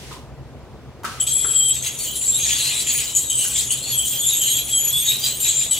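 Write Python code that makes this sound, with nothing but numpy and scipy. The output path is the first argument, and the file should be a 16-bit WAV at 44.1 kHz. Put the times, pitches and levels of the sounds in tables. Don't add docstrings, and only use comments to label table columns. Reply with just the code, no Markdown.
import sys
import numpy as np
from scipy import signal
from scipy.fft import rfft, irfft, next_fast_len
from scipy.io import wavfile
from scipy.ndimage import uniform_filter1d, map_coordinates

SR = 44100
rng = np.random.default_rng(int(sys.argv[2]) if len(sys.argv) > 2 else 0)


def int16_out(signal):
    q = np.round(np.clip(np.atleast_2d(signal).T, -1, 1) * 32767)
    wavfile.write(sys.argv[1], SR, q.astype(np.int16))


N = 255339


def amp(db):
    return 10 ** (np.asarray(db) / 20)


def unit(x):
    return x / np.sqrt(np.mean(np.abs(x) ** 2) + 1e-20)


def along(points, hz):
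    f, v = np.transpose(points)
    return np.interp(np.log(hz + 1), np.log(f + 1), v)


def curves(rows):
    times, *columns = np.transpose(rows)
    return [np.interp(np.arange(N) / SR, times, column) for column in columns]


def wobble(rate, size=N):
    points = rng.standard_normal(int(size * rate / SR) + 4)
    return map_coordinates(points, [np.arange(size) * rate / SR])


def filtered(x, response):
    m = next_fast_len(N + SR // 2)
    return irfft(rfft(x, m) * response(np.fft.rfftfreq(m, 1 / SR)), m)[..., :N]


def hiss(spectrum, patchy_db, channels):
    z = signal.stft(rng.standard_normal((channels, N)), nperseg=256)[2]
    field = uniform_filter1d(rng.standard_normal(z.shape[1:]), size=3, axis=0)
    field = uniform_filter1d(field, size=8, axis=1)
    x = signal.istft(z * amp(patchy_db * unit(field)), nperseg=256)[1][:, :N]
    return unit(filtered(x, lambda hz: amp(along(spectrum, hz))))


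def ports(pair, lean, lead):
    half = np.array([[.5], [-.5]])
    return filtered(pair, lambda hz: amp(half * along(lean, hz)) * np.exp(1j * half * along(lead, hz)))


# (frequency [Hz], relative level [dB])
HUM_COLOUR = [(20, -35), (35, -16), (52, -12), (63, 2.5), (80, -5.5), (100, -7.5), (112, -7), (130, 4),
              (165, -12.5), (230, -10.5), (310, -13), (450, -13.5), (900, -20), (1600, -28.5),
              (5000, -37.5), (16000, -51.5)]
# (frequency [Hz], likeness [0-1])
HUM_LIKENESS = [(60, 1), (300, 0.99), (800, 0.83), (1500, 0.98), (3000, 0)]
# (frequency [Hz], left minus right [dB])
HUM_LEVEL_DIFFERENCE = [(60, -1.5), (240, 2.5), (950, 2), (3770, -0.5), (15000, 0.0)]
# (frequency [Hz], left minus right [rad])
HUM_PHASE_DIFFERENCE = [(50, 1), (130, 0.77), (300, 0.45), (700, 0.14)]


def hum():
    def turn(hz):
        return np.arccos(np.clip(along(HUM_LIKENESS, hz), 0, 1)) / 2
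    noises = hiss(HUM_COLOUR, patchy_db=1.24, channels=2)
    mid, side = filtered(noises, lambda hz: [np.cos(turn(hz)), np.sin(turn(hz))])
    return amp(-39) * ports(np.array([mid + side, mid - side]), HUM_LEVEL_DIFFERENCE, HUM_PHASE_DIFFERENCE)


# (time [s], level [dB])
MIST_LEVEL = [(0.0, -42.5), (0.11, -42), (0.13, -38), (0.3, -65), (.45, -90), (1.035, -78), (1.05, -29),
              (1.1, -36), (1.19, -40.5), (1.4, -70), (5.79, -105)]
# (frequency [Hz], relative level [dB])
MIST_COLOUR = [(880, -40), (1500, -6), (2040, -2), (2300, -4), (2800, -1.5), (9190, -8.5), (16000, -22)]


def spray():
    return amp(curves(MIST_LEVEL)[0]) * hiss(MIST_COLOUR, patchy_db=.8, channels=2)


# (time [s], level before a 4.5 dB cut of the dry sound [dB], ring pitch [Hz],
# snap against ring [dB], thud against ring [dB], room send against the uncut level [dB],
# time for the ring to fall 60 dB [s])
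PEDAL_CLACKS = [(0.11, -31, 1033, -26, -6.5, 3.5, 0.037), (1.034, -28.5, 963, -3, -16, -1, 0.077),
                (1.044, -18, 1305, -13, -25, 2.5, 0.027), (1.447, -16, 1356, -20, -9, -5.5, 0.016),
                (3.449, -27, 1580, -20, -15, -3.5, 0.024)]


def pedal():
    out = np.zeros((2, N + SR))
    t = np.arange(SR // 4) / SR
    for start, db, hz, snap_db, thud_db, room_db, fall_s in PEDAL_CLACKS:
        two_modes = np.sin(2 * np.pi * hz * t) + 0.43 * np.sin(2 * np.pi * 1.17 * hz * t)
        ring = two_modes * amp(-60 * t / fall_s)
        thud = amp(thud_db - 60 * t / 0.04) * np.sin(2 * np.pi * 450 * t)
        snap = amp(snap_db - 60 * t / 0.017) * rng.standard_normal(len(t))
        at = round(start * SR)
        out[:, at:at + len(t)] += amp([[db - 4.5], [db + room_db]]) * (ring + thud + snap)
    return out[:, :N]


# (frequency [Hz], time to fall 60 dB [s])
WALL_DECAY = [(300, 0.45), (1500, 0.49), (5000, 0.18), (14000, 0.038)]


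def room(x, width):
    hz, t, z = signal.stft(rng.standard_normal((2, SR // 2)), SR, nperseg=256)
    walls = amp(-60 * t / along(WALL_DECAY, hz)[:, None])
    steel_table = amp(1 - 60 * t / 0.027)
    mid, side = signal.istft(z * (walls + steel_table), SR, nperseg=256)[1]
    tail = np.array([mid + width * side, mid - width * side])
    delayed = np.pad(x, (60, 0))[None]
    return signal.fftconvolve(delayed, tail / np.linalg.norm(tail[0]), axes=1)[:, :N]


def squeal(hz, db, smear, drift_hz, blur_hz):
    n = len(smear)
    pitch = hz + drift_hz * (.3 + 1.4 * smear) * wobble(60, size=n)
    carrier = np.exp(2j * np.pi * np.cumsum(pitch) / SR)
    flutter = unit(amp(3.3 * wobble(110, size=n)))
    blur = unit(wobble(blur_hz, size=n) + 1j * wobble(blur_hz, size=n))
    mixture = np.sqrt(1 - smear) * flutter + np.sqrt(smear) * blur
    return np.sqrt(2) * amp(db) * np.real(carrier * mixture)


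# (start [s], length [s], first pitch [Hz], last pitch [Hz], level [dB])
TIP_SQUEALS = [(1.201, 0.022, 3140, 3123, -27.5), (1.2, 0.026, 7610, 7830, -19),
               (1.197, 0.047, 10890, 10880, -25.5), (1.244, 0.055, 7700, 7700, -39),
               (1.268, 0.04, 7820, 7840, -31), (1.27, 0.038, 3310, 3250, -40),
               (1.315, 0.058, 7580, 7750, -22), (1.318, 0.065, 3270, 3370, -34.5),
               (1.334, 0.047, 11000, 10990, -25.5), (1.384, 0.074, 7680, 7640, -20),
               (1.391, 0.15, 3320, 3330, -35), (1.417, 0.16, 11070, 10880, -30),
               (1.472, 0.045, 7650, 7690, -21), (1.556, 0.12, 7690, 7735, -17.5),
               (1.562, 0.14, 3250, 3150, -27.5), (1.571, 0.13, 10940, 10960, -23.5),
               (1.579, 0.031, 7350, 7460, -24), (1.677, 0.046, 3164, 3263, -31.5),
               (1.68, 0.042, 7690, 7710, -20.5), (1.719, 0.065, 3720, 3700, -36.5),
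               (1.761, 0.027, 7700, 7640, -25), (2.002, 0.044, 4390, 4410, -37.5),
               (2.136, 0.062, 9900, 9900, -31), (2.212, 0.093, 7040, 7030, -35),
               (2.216, 0.055, 7990, 7900, -30.5), (2.242, 0.15, 11120, 11120, -25.5),
               (2.272, 0.03, 7700, 7680, -22), (2.292, 0.077, 7374, 7575, -18),
               (2.335, 0.048, 3550, 3980, -31), (2.39, 0.027, 7480, 7490, -33),
               (2.403, 0.046, 6500, 6590, -26.5), (2.409, 0.027, 3266, 3310, -32),
               (2.458, 0.041, 6940, 6880, -27), (2.504, 0.03, 7070, 6950, -39),
               (2.516, 0.066, 8400, 8260, -33), (2.596, 0.031, 10100, 9700, -28),
               (2.63, 0.033, 7740, 8070, -29), (2.632, 0.06, 4160, 4130, -27),
               (2.748, 0.043, 3960, 3980, -30), (2.756, 0.057, 10000, 10100, -33),
               (2.853, 0.052, 7180, 7370, -29), (2.89, 0.036, 6900, 6910, -23.5),
               (2.948, 0.035, 10000, 9780, -24), (2.953, 0.049, 6860, 6850, -27.5),
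               (2.976, 0.027, 9100, 9330, -26), (3.15, 0.034, 6960, 6840, -19.5),
               (3.154, 0.027, 7870, 7900, -25), (3.184, 0.02, 7470, 7630, -29),
               (3.19, 0.095, 11670, 11440, -37.5), (3.294, 0.034, 7680, 7600, -28),
               (3.297, 0.042, 10640, 10960, -33), (3.307, 0.034, 3110, 3115, -30),
               (3.347, 0.046, 7880, 8000, -21), (3.377, 0.047, 8500, 8360, -26),
               (3.387, 0.1, 10800, 10810, -29.5), (3.413, 0.039, 7900, 8000, -29),
               (3.405, 0.041, 2970, 2960, -29.5), (3.55, 0.045, 7420, 7380, -23),
               (3.556, 0.044, 3426, 3410, -29), (3.59, 0.036, 7900, 7800, -29),
               (3.642, 0.07, 6960, 6870, -30.5), (3.699, 0.035, 10590, 10770, -27.5),
               (3.7, 0.042, 2947, 3106, -31), (3.705, 0.039, 8200, 8140, -24),
               (3.769, 0.058, 7600, 7700, -34), (3.832, 0.094, 4250, 4460, -33.5),
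               (3.89, 0.058, 6910, 6820, -27), (3.915, 0.047, 11420, 11300, -27),
               (3.929, 0.13, 3334, 3093, -29.5), (3.977, 0.029, 7660, 7780, -20),
               (3.983, 0.031, 10970, 10840, -28.5), (4.028, 0.037, 7600, 7630, -34),
               (4.053, 0.069, 8750, 8580, -30), (4.11, 0.07, 8550, 8400, -35),
               (4.177, 0.11, 11500, 11480, -32), (4.191, 0.1, 6860, 6900, -28),
               (4.221, 0.047, 8130, 8220, -26), (4.229, 0.053, 3440, 3435, -27),
               (4.268, 0.035, 7320, 7220, -20.5), (4.265, 0.04, 11130, 11070, -24),
               (4.298, 0.047, 3880, 3570, -28), (4.334, 0.031, 11430, 11420, -28.5),
               (4.354, 0.076, 6890, 6910, -26.5), (4.373, 0.17, 11430, 11530, -28),
               (4.407, 0.067, 3140, 3095, -28), (4.422, 0.15, 6560, 6700, -30.5),
               (4.476, 0.053, 8550, 8280, -24), (4.481, 0.044, 3090, 3210, -25.5),
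               (4.522, 0.086, 11340, 11370, -30.5), (4.532, 0.086, 3300, 3320, -28.5),
               (4.58, 0.0377, 3810, 4000, -33), (4.65, 0.051, 9820, 9800, -31),
               (4.714, 0.083, 3314, 3140, -28), (4.718, 0.058, 7650, 7750, -18.5),
               (4.719, 0.067, 10900, 10680, -32), (4.787, 0.117, 11350, 11370, -27),
               (4.804, 0.088, 6990, 6800, -21.5), (4.928, 0.19, 11460, 11450, -30),
               (4.933, 0.045, 8100, 8210, -23.5), (4.941, 0.065, 3420, 3490, -23),
               (5.009, 0.089, 6540, 6570, -32.5), (5.021, 0.042, 3280, 3340, -32),
               (5.049, 0.046, 6910, 6910, -27.5), (5.072, 0.021, 7600, 7550, -28.5),
               (5.075, 0.022, 8000, 7950, -29), (5.078, 0.044, 3740, 3820, -22),
               (5.099, 0.025, 7700, 7770, -33), (5.141, 0.047, 3900, 3946, -32.5),
               (5.226, 0.031, 4750, 4790, -27.5), (5.232, 0.048, 11710, 11900, -35),
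               (5.25, 0.04, 3910, 3990, -27.5), (5.362, 0.044, 8700, 8700, -31),
               (5.4, 0.036, 8970, 8910, -32), (5.402, 0.031, 11860, 11590, -31),
               (5.424, 0.035, 7310, 7200, -25.5), (5.44, 0.045, 11440, 11450, -29),
               (5.444, 0.056, 3850, 3860, -29), (5.464, 0.088, 6660, 6620, -28.5),
               (5.478, 0.032, 7730, 7560, -19.5), (5.562, 0.057, 7150, 7290, -20),
               (5.579, 0.06, 3850, 3950, -35.5), (5.701, 0.04, 7810, 7780, -26),
               (5.704, 0.05, 10770, 11010, -32.5), (5.71, 0.064, 3080, 3130, -35.5),
               (5.75, 0.038, 7820, 7880, -30)]


def squeals(smear):
    swell_s, longest_s = .05, .4
    n = round(longest_s * SR)
    out = np.zeros((3, N + n))
    smear = np.pad(smear, (0, n), "edge")
    t = np.arange(n) / SR - swell_s
    for start, length, first_hz, last_hz, db in TIP_SQUEALS:
        at = round((start - swell_s) * SR)
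        level = db + 702 * np.minimum(t, 0) - 800 * np.maximum(t - length, 0)
        glide = np.interp(t, [0, length], [first_hz, last_hz])
        blurred = np.clip(1.1 * smear[at:at + n] - .15, 0, 1)
        band = np.searchsorted([5000, 8000], first_hz)
        out[band, at:at + n] += squeal(glide, level, blurred, drift_hz=34.1, blur_hz=450.2)
    return out[:, :N]


def mixed_tones(low_tone, main_tone):
    return amp(-2) * filtered((low_tone + 0.48 * main_tone) ** 2, lambda hz: hz > 3500)


# (middle [s], length [s], low rasp level [dB], high rasp level [dB])
TARTAR_SCRAPES = [(1.207, 0.05, -41, -31), (1.287, 0.076, -39, -32.5), (1.415, 0.11, -39.5, -37),
                  (1.547, 0.083, -38.5, -38), (1.657, 0.033, -44, -42), (1.76, 0.041, -36.5, -30),
                  (1.867, 0.046, -30, -26), (2.005, 0.026, -52, -33), (2.06, 0.08, -39, -31),
                  (2.16, 0.036, -37, -30), (2.258, 0.062, -44.5, -35), (2.501, 0.096, -27, -26),
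                  (2.597, 0.35, -29.5, -27), (2.683, 0.145, -30.5, -31), (2.813, 0.032, -29.5, -26.5),
                  (2.898, 0.062, -28, -29), (2.999, 0.12, -30, -28), (3.097, 0.06, -37, -32),
                  (3.192, 0.095, -39.5, -27), (3.321, 0.04, -42, -37), (3.433, 0.12, -34, -25),
                  (3.586, 0.097, -30, -23), (3.729, 0.066, -34.5, -29), (3.915, 0.096, -34, -33),
                  (4.083, 0.1, -47, -28), (4.154, 0.083, -36.5, -34), (4.317, 0.11, -33, -30.5),
                  (4.472, 0.15, -34.5, -30.5), (4.583, 0.032, -33, -27.5), (4.714, 0.059, -36.5, -33),
                  (4.874, 0.093, -35, -33.5), (4.976, 0.067, -38, -30.5), (5.106, 0.111, -29.5, -28),
                  (5.257, 0.088, -29.5, -25.5), (5.4, 0.05, -38, -35), (5.479, 0.087, -29, -25.5),
                  (5.619, 0.089, -34, -29), (5.752, 0.076, -37, -30)]


def rasp_db():
    t = np.arange(0, N / SR, 1 / 1000)
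    middle, length, *tops = np.transpose(TARTAR_SCRAPES)[..., None]
    hump = -5 * abs(2 * (t - middle) / length) ** 2
    levels = []
    for top, resting_db in zip(tops, (-43.5, -38.5)):
        power = np.sum(amp(top + hump) ** 2, axis=0) + amp(resting_db) ** 2
        levels.append(10 * np.log10(power))
    return curves(np.transpose([t, *levels]))


# (frequency [Hz], relative level [dB])
LOW_RASP_COLOUR = [(300, -64), (750, -23.5), (1300, -14.5), (2000, -9), (2600, -0.5), (3300, -1), (4100, 0),
                   (5000, -8), (6000, -19), (9000, -45)]
# (frequency [Hz], relative level [dB])
HIGH_RASP_COLOUR = [(3500, -34), (5200, -13), (6000, -3.5), (6900, 2.5), (7800, 4), (8800, 1.5),
                    (10000, -4.5), (11200, -11), (12500, -7.5), (14500, -11), (16000, -19)]


def rasps(low_db, high_db):
    grit_db = 0.7 * wobble(40) + 1.44 * wobble(400)
    low = amp(low_db + grit_db) * hiss(LOW_RASP_COLOUR, patchy_db=4.0, channels=1)[0]
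    high = amp(high_db + grit_db) * hiss(HIGH_RASP_COLOUR, patchy_db=2.5, channels=1)[0]
    return low + high


# (pitch [Hz], width of one resonance pass [Hz], level [dB])
STEEL_MODES = [(4320, 56, -5.5), (5950, 93, 7), (6066, 130, 9), (6450, 90, -2), (6930, 27, 10),
               (8900, 28, -4.5), (9400, 30, -1), (12550, 79, 7), (12600, 70, -1)]


def ringing_modes(high_db, smear):
    def modes(f):
        return sum(amp(db) * (1j * f * width / (centre * centre - f * f + 1j * f * width)) ** 2
                   for centre, width, db in STEEL_MODES)
    flat_noise = hiss([(20, 0), (20000, 0)], patchy_db=8.5, channels=1)[0]
    knocks = amp(0.33 * high_db - 12.0 * smear - 14.5) * flat_noise
    return filtered(knocks, modes)


# (pitch [Hz], wander [Hz], level [dB], unsteadiness [dB])
TIP_UNDERTONES = [(3254, 120, -41, 5), (3900, 260, -48.5, 6), (6920, 220, -38, 4.5), (7510, 180, -41.5, 8),
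                  (8360, 270, -44.5, 8), (10855, 100, -43, 5), (11350, 130, -44.5, 3.5)]


def undertones(high_db, smear):
    follow_db = 0.35 * (high_db - high_db.mean())
    total = 0
    for hz, wander_hz, db, swing_db in TIP_UNDERTONES:
        pitch = hz + wander_hz * wobble(9)
        level = db + swing_db * wobble(14) + follow_db
        total = total + squeal(pitch, level, smear, drift_hz=44.94, blur_hz=449)
    return total


# (time [s], level [dB])
WHINE_LEVEL = [(1.2, -37), (1.25, -62), (1.72, -51), (1.85, -70), (2.09, -32), (2.2, -52), (2.89, -53),
               (2.93, -29), (3.28, -63), (3.35, -42), (3.9, -51), (4.15, -26), (4.22, -43), (4.56, -36.5),
               (4.84, -59), (4.89, -35), (5.37, -35), (5.79, -61)]


def half_drive_whine(smear):
    half_drive_hz = 14810
    return squeal(half_drive_hz, curves(WHINE_LEVEL)[0], 0.83 * smear, drift_hz=19.7, blur_hz=420)


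# (time [s], jump [dB])
TOOTH_CATCHES = [(1.267, 22), (1.562, 5), (1.685, 7), (1.825, 12), (1.988, 9), (2.156, 9), (2.213, 8),
                 (2.866, 11), (3.151, 15), (3.299, 15.5), (3.559, 6), (3.706, 12), (3.77, 9), (3.824, 8.5),
                 (3.979, 9), (4.413, 8), (4.72, 2), (5.238, 5.5), (5.403, 7.5), (5.71, 18)]


def catching():
    t = np.arange(0, N / SR, 1 / 1000)
    db = sum(jump * np.where(t < s, -.6, .4) * np.exp(-abs(t - s) / 0.019) for s, jump in TOOTH_CATCHES)
    first_touch = np.clip((np.arange(N) / SR - 1.199) / 0.0044, 0, 1)
    return amp(curves(np.transpose([t, db]))[0]) * first_touch


# (time [s], smear [0 clean - 1 chaotic])
CONTACT_SMEAR = [(1.2, 0.62), (1.74, 0.092), (1.8, 0.49), (2.15, 1), (2.22, 0.16), (2.37, 0.27),
                 (2.42, 0.77), (3.1, 0.59), (3.3, 0.44), (3.55, 0.88), (3.7, 0.66), (4.65, 0.57),
                 (4.75, 0.18), (5.05, 0.47), (5.2, 0.69), (5.65, 1), (5.72, .32), (5.79, .6)]


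def scaler():
    smear = np.clip(curves(CONTACT_SMEAR)[0], 0, 1)
    low_tone, main_tone, high_tone = squeals(smear)
    low_db, high_db = rasp_db()
    tones = low_tone + main_tone + high_tone + mixed_tones(low_tone, main_tone)
    tones = tones + undertones(high_db, smear) + half_drive_whine(smear)
    return catching() * (tones + rasps(low_db, high_db) + ringing_modes(high_db, smear))


def swaying(pair, samples):
    shift = samples * wobble(60)
    return np.array([map_coordinates(x, [np.arange(N) + way * shift]) for x, way in zip(pair, (.5, -.5))])


# (frequency [Hz], left minus right [dB])
TIP_LEVEL_DIFFERENCE = [(1000, 0), (3000, -2), (5000, 0.5), (8000, 3.5), (15000, -0.5)]
# (frequency [Hz], left minus right [rad])
TIP_PHASE_DIFFERENCE = [(1000, -4), (4000, 0.47), (8000, 0.75), (11000, 2), (15000, 1.9)]
# (frequency [Hz], level [dB])
TIP_ROOM_SHARE = [(1000, -4), (2500, -7), (5000, 0), (8000, -3), (12000, 0.5)]
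# (time [s], left minus right [dB])
TIP_TURNING = [(1.2, 0.5), (1.45, 3.5), (1.65, 1), (2.3, 1), (2.44, 1.5), (3.49, 1), (3.8, 1.5),
               (4.47, 0.5), (5.79, 1)]


def tip_in_room():
    tip = scaler()
    near = swaying(ports(np.array([tip, tip]), TIP_LEVEL_DIFFERENCE, TIP_PHASE_DIFFERENCE), samples=0.76)
    echoes = room(filtered(tip, lambda hz: amp(along(TIP_ROOM_SHARE, hz))), width=0.52)
    return (near + echoes) * amp(np.array([[.5], [-.5]]) * curves(TIP_TURNING)[0])


def scene():
    clacks, far_clacks = pedal()
    return hum() + spray() + clacks + room(far_clacks, width=0.33) + tip_in_room()


def record(dry):
    top_hz = 15850
    loud = np.sqrt(np.abs(uniform_filter1d(np.mean(dry ** 2, axis=0), size=1200)))
    ducked = dry * uniform_filter1d((1 + loud / amp(-5.5)) ** -.4, size=900)
    rounded = ducked / (1 + np.abs(ducked / .7) ** 4) ** (1 / 4)
    return filtered(rounded, lambda hz: hz < top_hz)


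dry = scene()
out = record(dry)
int16_out(out)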